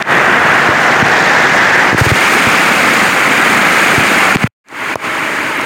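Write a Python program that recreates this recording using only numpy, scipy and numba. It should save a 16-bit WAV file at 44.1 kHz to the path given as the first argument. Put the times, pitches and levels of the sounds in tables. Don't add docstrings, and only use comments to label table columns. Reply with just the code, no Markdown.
import sys
import numpy as np
from scipy import signal
from scipy.fft import rfft, irfft, next_fast_len
from scipy.io import wavfile
from scipy.ndimage import uniform_filter1d, minimum_filter1d
from numba import njit

SR = 44100
rng = np.random.default_rng(int(sys.argv[2]) if len(sys.argv) > 2 else 0)


def wrap_up_sound(samples):
    columns = np.atleast_2d(samples).T
    tamed = np.clip(columns, -1, 1)
    steps = np.round(tamed * 32767).astype(np.int16)
    wavfile.write(sys.argv[1], SR, steps)


N = 249165
TIME = np.arange(N) / SR
CLEAR_S, STEP_OUT_S, TURN_DOWN_S = 1.978, 2.03, 4.56


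def undb(db):
    return 10 ** (np.asarray(db) / 20)


def unit(x):
    return x / np.sqrt(np.mean(x ** 2))


def add(track, start_s, sound):
    i = int(start_s * SR)
    track[i:i + len(sound)] += sound[:N - i]


def colour(x, eq):
    hz, db = np.transpose(eq)
    size = next_fast_len(N + 8192, real=True)
    bins_hz = np.maximum(np.arange(size // 2 + 1) * SR / size, 1)
    gain = undb(np.interp(np.log(bins_hz), np.log(hz), db))
    cepstrum = irfft(np.log(gain), size)
    cepstrum[size // 2:] = 0
    response = np.exp(2 * rfft(cepstrum))
    return unit(irfft(rfft(x, size) * response, size)[:N])


@njit
def resonate(x, hz, width_hz):
    out, band, low = np.empty(len(x)), 0., 0.
    for i in range(len(x)):
        tuning, damping = np.tan(np.pi * hz[i] / SR), width_hz / hz[i]
        v = (band + tuning * (x[i] - low)) / (1 + tuning * (tuning + damping))
        band, low = 2 * v - band, low + 2 * tuning * v
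        out[i] = damping * v
    return out


def steep_band(x, hz, width_hz):
    centre = hz * np.ones(len(x))
    return resonate(resonate(x, centre, float(width_hz)), centre, float(width_hz))


def flicker(rate_hz):
    hold = int(SR / rate_hz)
    steps = np.repeat(rng.standard_normal(N // hold + 1), hold)[:N]
    return unit(uniform_filter1d(uniform_filter1d(steps, hold), hold))


def pass_by(nearest_s, peak_db, rise_db_per_s, fall_db_per_s):
    before, after = np.maximum(nearest_s - TIME, 0), np.maximum(TIME - nearest_s, 0)
    return undb(peak_db - rise_db_per_s * before - fall_db_per_s * after)


@njit
def ring(starts, poles, amplitudes, lengths):
    out = np.zeros(N)
    for k in range(len(starts)):
        phasor = amplitudes[k]
        for i in range(starts[k], min(N, starts[k] + lengths[k])):
            out[i] += phasor.real
            phasor *= poles[k]
    return out


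def drops(count, top_hz, t60_s, spread_db):
    when, pitch, sustain, size, phase = rng.random((count, 5)).T
    length = t60_s * SR * (.5 + sustain)
    poles = np.exp(2j * np.pi * pitch * top_hz / SR - np.log(1000) / length)
    amplitudes = undb(-spread_db * np.log(1 - .99 * size)) * np.exp(2j * np.pi * phase)
    return unit(ring((when * N).astype(np.int64), poles, amplitudes, length.astype(np.int64) + 1))


# (frequency [Hz], relative level [dB])
SPATTER_EQ = [(2500, -16.5), (3700, -0.5), (4600, 3.5), (5700, -3), (6700, 3), (7700, -2), (9100, 0),
              (10200, -7.5), (11300, -12), (13100, -6.5), (15800, -11.5)]


def spatter():
    far = drops(count=110000, top_hz=17330, t60_s=0.0035, spread_db=-0.5)
    near = drops(count=900, top_hz=17000, t60_s=.0008, spread_db=2.0)
    return colour(far + undb(-15.5) * near, SPATTER_EQ) * undb(0.5 * flicker(rate_hz=23))


# (frequency [Hz], relative level [dB])
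RUNOFF_EQ = [(2200, -15), (3400, 0.5), (4500, -3.5), (6000, -5), (7500, -10), (10000, -41)]


def runoff():
    splashes = drops(count=55000, top_hz=11020, t60_s=0.0069, spread_db=-1.5)
    return colour(splashes, RUNOFF_EQ) * undb(0.3 * flicker(rate_hz=32))


def wobble(hz, cycles):
    age = np.linspace(0, 1, int(SR * cycles / hz))
    swing = age * (1 - age) ** 1.3 * np.sin(2 * np.pi * cycles * age)
    return swing / np.abs(swing).max()


# (time [s], knock level [dB], upper band edge [Hz], wobble level [dB])
BODY_KNOCKS = [(0.689, 0, 450, -23), (1.0252, 3, 278, -13), (1.929, 1, 440, -22), (1.9458, 5.5, 377, -14),
               (2.012, 2.5, 476, 4.5), (2.065, 0, 540, -2.5), (2.116, 6.5, 512, 4), (2.4697, -4, 380, -14),
               (3.084, -16, 330, -29), (3.979, -2, 330, -9.5), (4.3576, 13, 300, -11.5),
               (4.4403, 14.5, 243, 3), (4.957, 12, 850, -11)]


def knocks(low_hz=105, wobble_hz=116, wobble_lag_s=0.00051):
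    out, push = np.zeros(N), signal.unit_impulse(SR // 16)
    for start_s, knock_db, top_hz, wobble_db in BODY_KNOCKS:
        body = signal.butter(3, [low_hz, top_hz], "bandpass", fs=SR, output="sos")
        knock = signal.sosfilt(body, push)
        add(out, start_s, undb(knock_db) * knock / np.abs(knock).max())
        add(out, start_s + wobble_lag_s, -undb(wobble_db) * wobble(wobble_hz, cycles=2.06))
    return out


# (time [s], level [dB], pitch [Hz], bandwidth [Hz], decay [s])
SHARP_TAPS = [(0.0241, 18.5, 1400, 1290, .0009), (1.562, -18, 9000, 7000, .004),
              (2.49, -16, 13000, 6000, .002), (4.3695, 16.5, 1300, 2200, 0.00046),
              (4.686, -25.5, 4000, 8000, 0.0009), (4.715, -29, 2500, 4000, .001),
              (4.9562, -1, 4000, 9000, .0007), (4.9574, 16.5, 680, 800, 0.0026),
              (5.572, -20, 12000, 7000, .001), (5.612, -12, 6500, 8000, .003)]


def taps(blow_gain=5.4):
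    out, t = np.zeros(N), TIME[:SR // 32]
    blow = blow_gain * signal.unit_impulse(len(t))
    for start_s, peak_db, hz, width_hz, decay_s in SHARP_TAPS:
        grit = rng.standard_normal(len(t)) * np.exp(-t / decay_s)
        tap = steep_band(blow + grit, hz, width_hz)
        add(out, start_s, undb(peak_db) * tap / np.abs(tap).max())
    return out


# (time [s], half-width [s], depth [dB])
RAIN_DIPS = [(.75, 0.073, -2), (1.945, .03, -1.5), (3.147, 0.096, -2), (4.953, 0.0082, -20)]


def microphone_port(shut_s=4.476, lift_s=4.642, leak_db=-50, seal_db_per_s=700, reopen_s=0.064):
    fade_in_db = np.interp(TIME, [0, 0.11], [-7.5, 0])
    dips_db = sum(db * np.exp(-((TIME - s) / half_width) ** 2) for s, half_width, db in RAIN_DIPS)
    pressed_db = (TIME > shut_s) * (leak_db - seal_db_per_s * (TIME - shut_s))
    lifted_db = leak_db * np.exp(-np.maximum(TIME - lift_s, 0) / reopen_s)
    return undb(fade_in_db + dips_db + np.where(TIME < lift_s, pressed_db, lifted_db))


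# (frequency [Hz], relative level [dB])
ROOF_UNDER_EQ = [(24, -45), (40, -31), (160, -6.5), (302, -7.5), (360, -5), (396, -7.5), (539, -6),
                 (793, -4), (1190, -4.5), (1590, -3.5), (1890, -4), (2880, -15), (4000, -29), (5200, -46),
                 (8800, -120)]
ROOF_OUTSIDE_EQ = [(24, -48), (40, -29), (210, 1), (471, -4), (529, -2), (605, -3), (763, -1.5),
                   (925, -2.5), (1310, 2), (2290, 1), (3560, -15), (4000, -19), (5200, -42.5), (8800, -120)]
ROOF_CAGE_EQ = [(24, -65), (40, -38), (97, -15.5), (176, -11.5), (249, -6), (275, -4), (360, -4.5),
                (396, -6.5), (539, -11), (641, -5), (720, -13), (793, -7), (1140, -4), (2240, -3.5),
                (4000, -25), (5200, -43), (8800, -120)]
# (time [s], centre [Hz])
UPPER_RING_SWEEP = [(0.2, 1650), (0.852, 1550), (1.058, 1700), (1.85, 1734)]


def roof():
    sheets = drops(count=70000, top_hz=4598, t60_s=.02, spread_db=1.74)
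    overhead = drops(count=24000, top_hz=2989, t60_s=0.022, spread_db=1.2)
    upper_hz = np.interp(TIME, *np.transpose(UPPER_RING_SWEEP))
    upper_ring = unit(steep_band(overhead, upper_hz, width_hz=700))
    upper_ring *= pass_by(nearest_s=1.8, peak_db=-2, rise_db_per_s=4, fall_db_per_s=32.5)
    lower_ring = unit(steep_band(overhead, hz=795, width_hz=210))
    lower_ring *= pass_by(nearest_s=1.1, peak_db=-11.5, rise_db_per_s=31, fall_db_per_s=6)
    under = undb(-1.8) * colour(sheets, ROOF_UNDER_EQ)
    outside = colour(sheets, ROOF_OUTSIDE_EQ)
    crossfade = np.clip((TIME - STEP_OUT_S) / 0.17 + .5, 0, 1)
    before_cage = (1 - crossfade) * under + crossfade * outside + upper_ring + lower_ring
    return np.where(TIME > TURN_DOWN_S, colour(sheets, ROOF_CAGE_EQ), before_cage)


def scene():
    spatter_db = np.where(TIME < CLEAR_S, -32.5, -23.5)
    runoff_gain = pass_by(nearest_s=1.3, peak_db=-23, rise_db_per_s=6.5, fall_db_per_s=4.5)
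    splashing = undb(spatter_db) * spatter() + runoff_gain * runoff()
    roof_db = np.where(TIME < STEP_OUT_S, -6 - 1.5 * TIME, -8.5)
    drumming = undb(roof_db) * roof()
    at_cage = TIME > TURN_DOWN_S
    rain = undb(-7 * at_cage) * drumming + undb(-9 * at_cage) * splashing
    return (rain * microphone_port() + knocks() + taps())[None]


def limiter(x, ceiling_db, release_s):
    ahead = SR // 1000
    peak = -minimum_filter1d(-np.abs(x), 2 * ahead)
    overshoot = np.log(np.maximum(peak / undb(ceiling_db), 1))
    reduction = np.maximum.accumulate(overshoot + TIME / release_s) - TIME / release_s
    return x * np.exp(-uniform_filter1d(reduction, ahead))


def record(dry, top_hz=15950):
    clipped = np.clip(limiter(dry[0], ceiling_db=0.34, release_s=0.042), -1, 1)
    high_cut = signal.ellip(10, .2, 70, top_hz, fs=SR, output="sos")
    return signal.sosfilt(high_cut, clipped)[None]


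dry = scene()
out = record(dry)
wrap_up_sound(out)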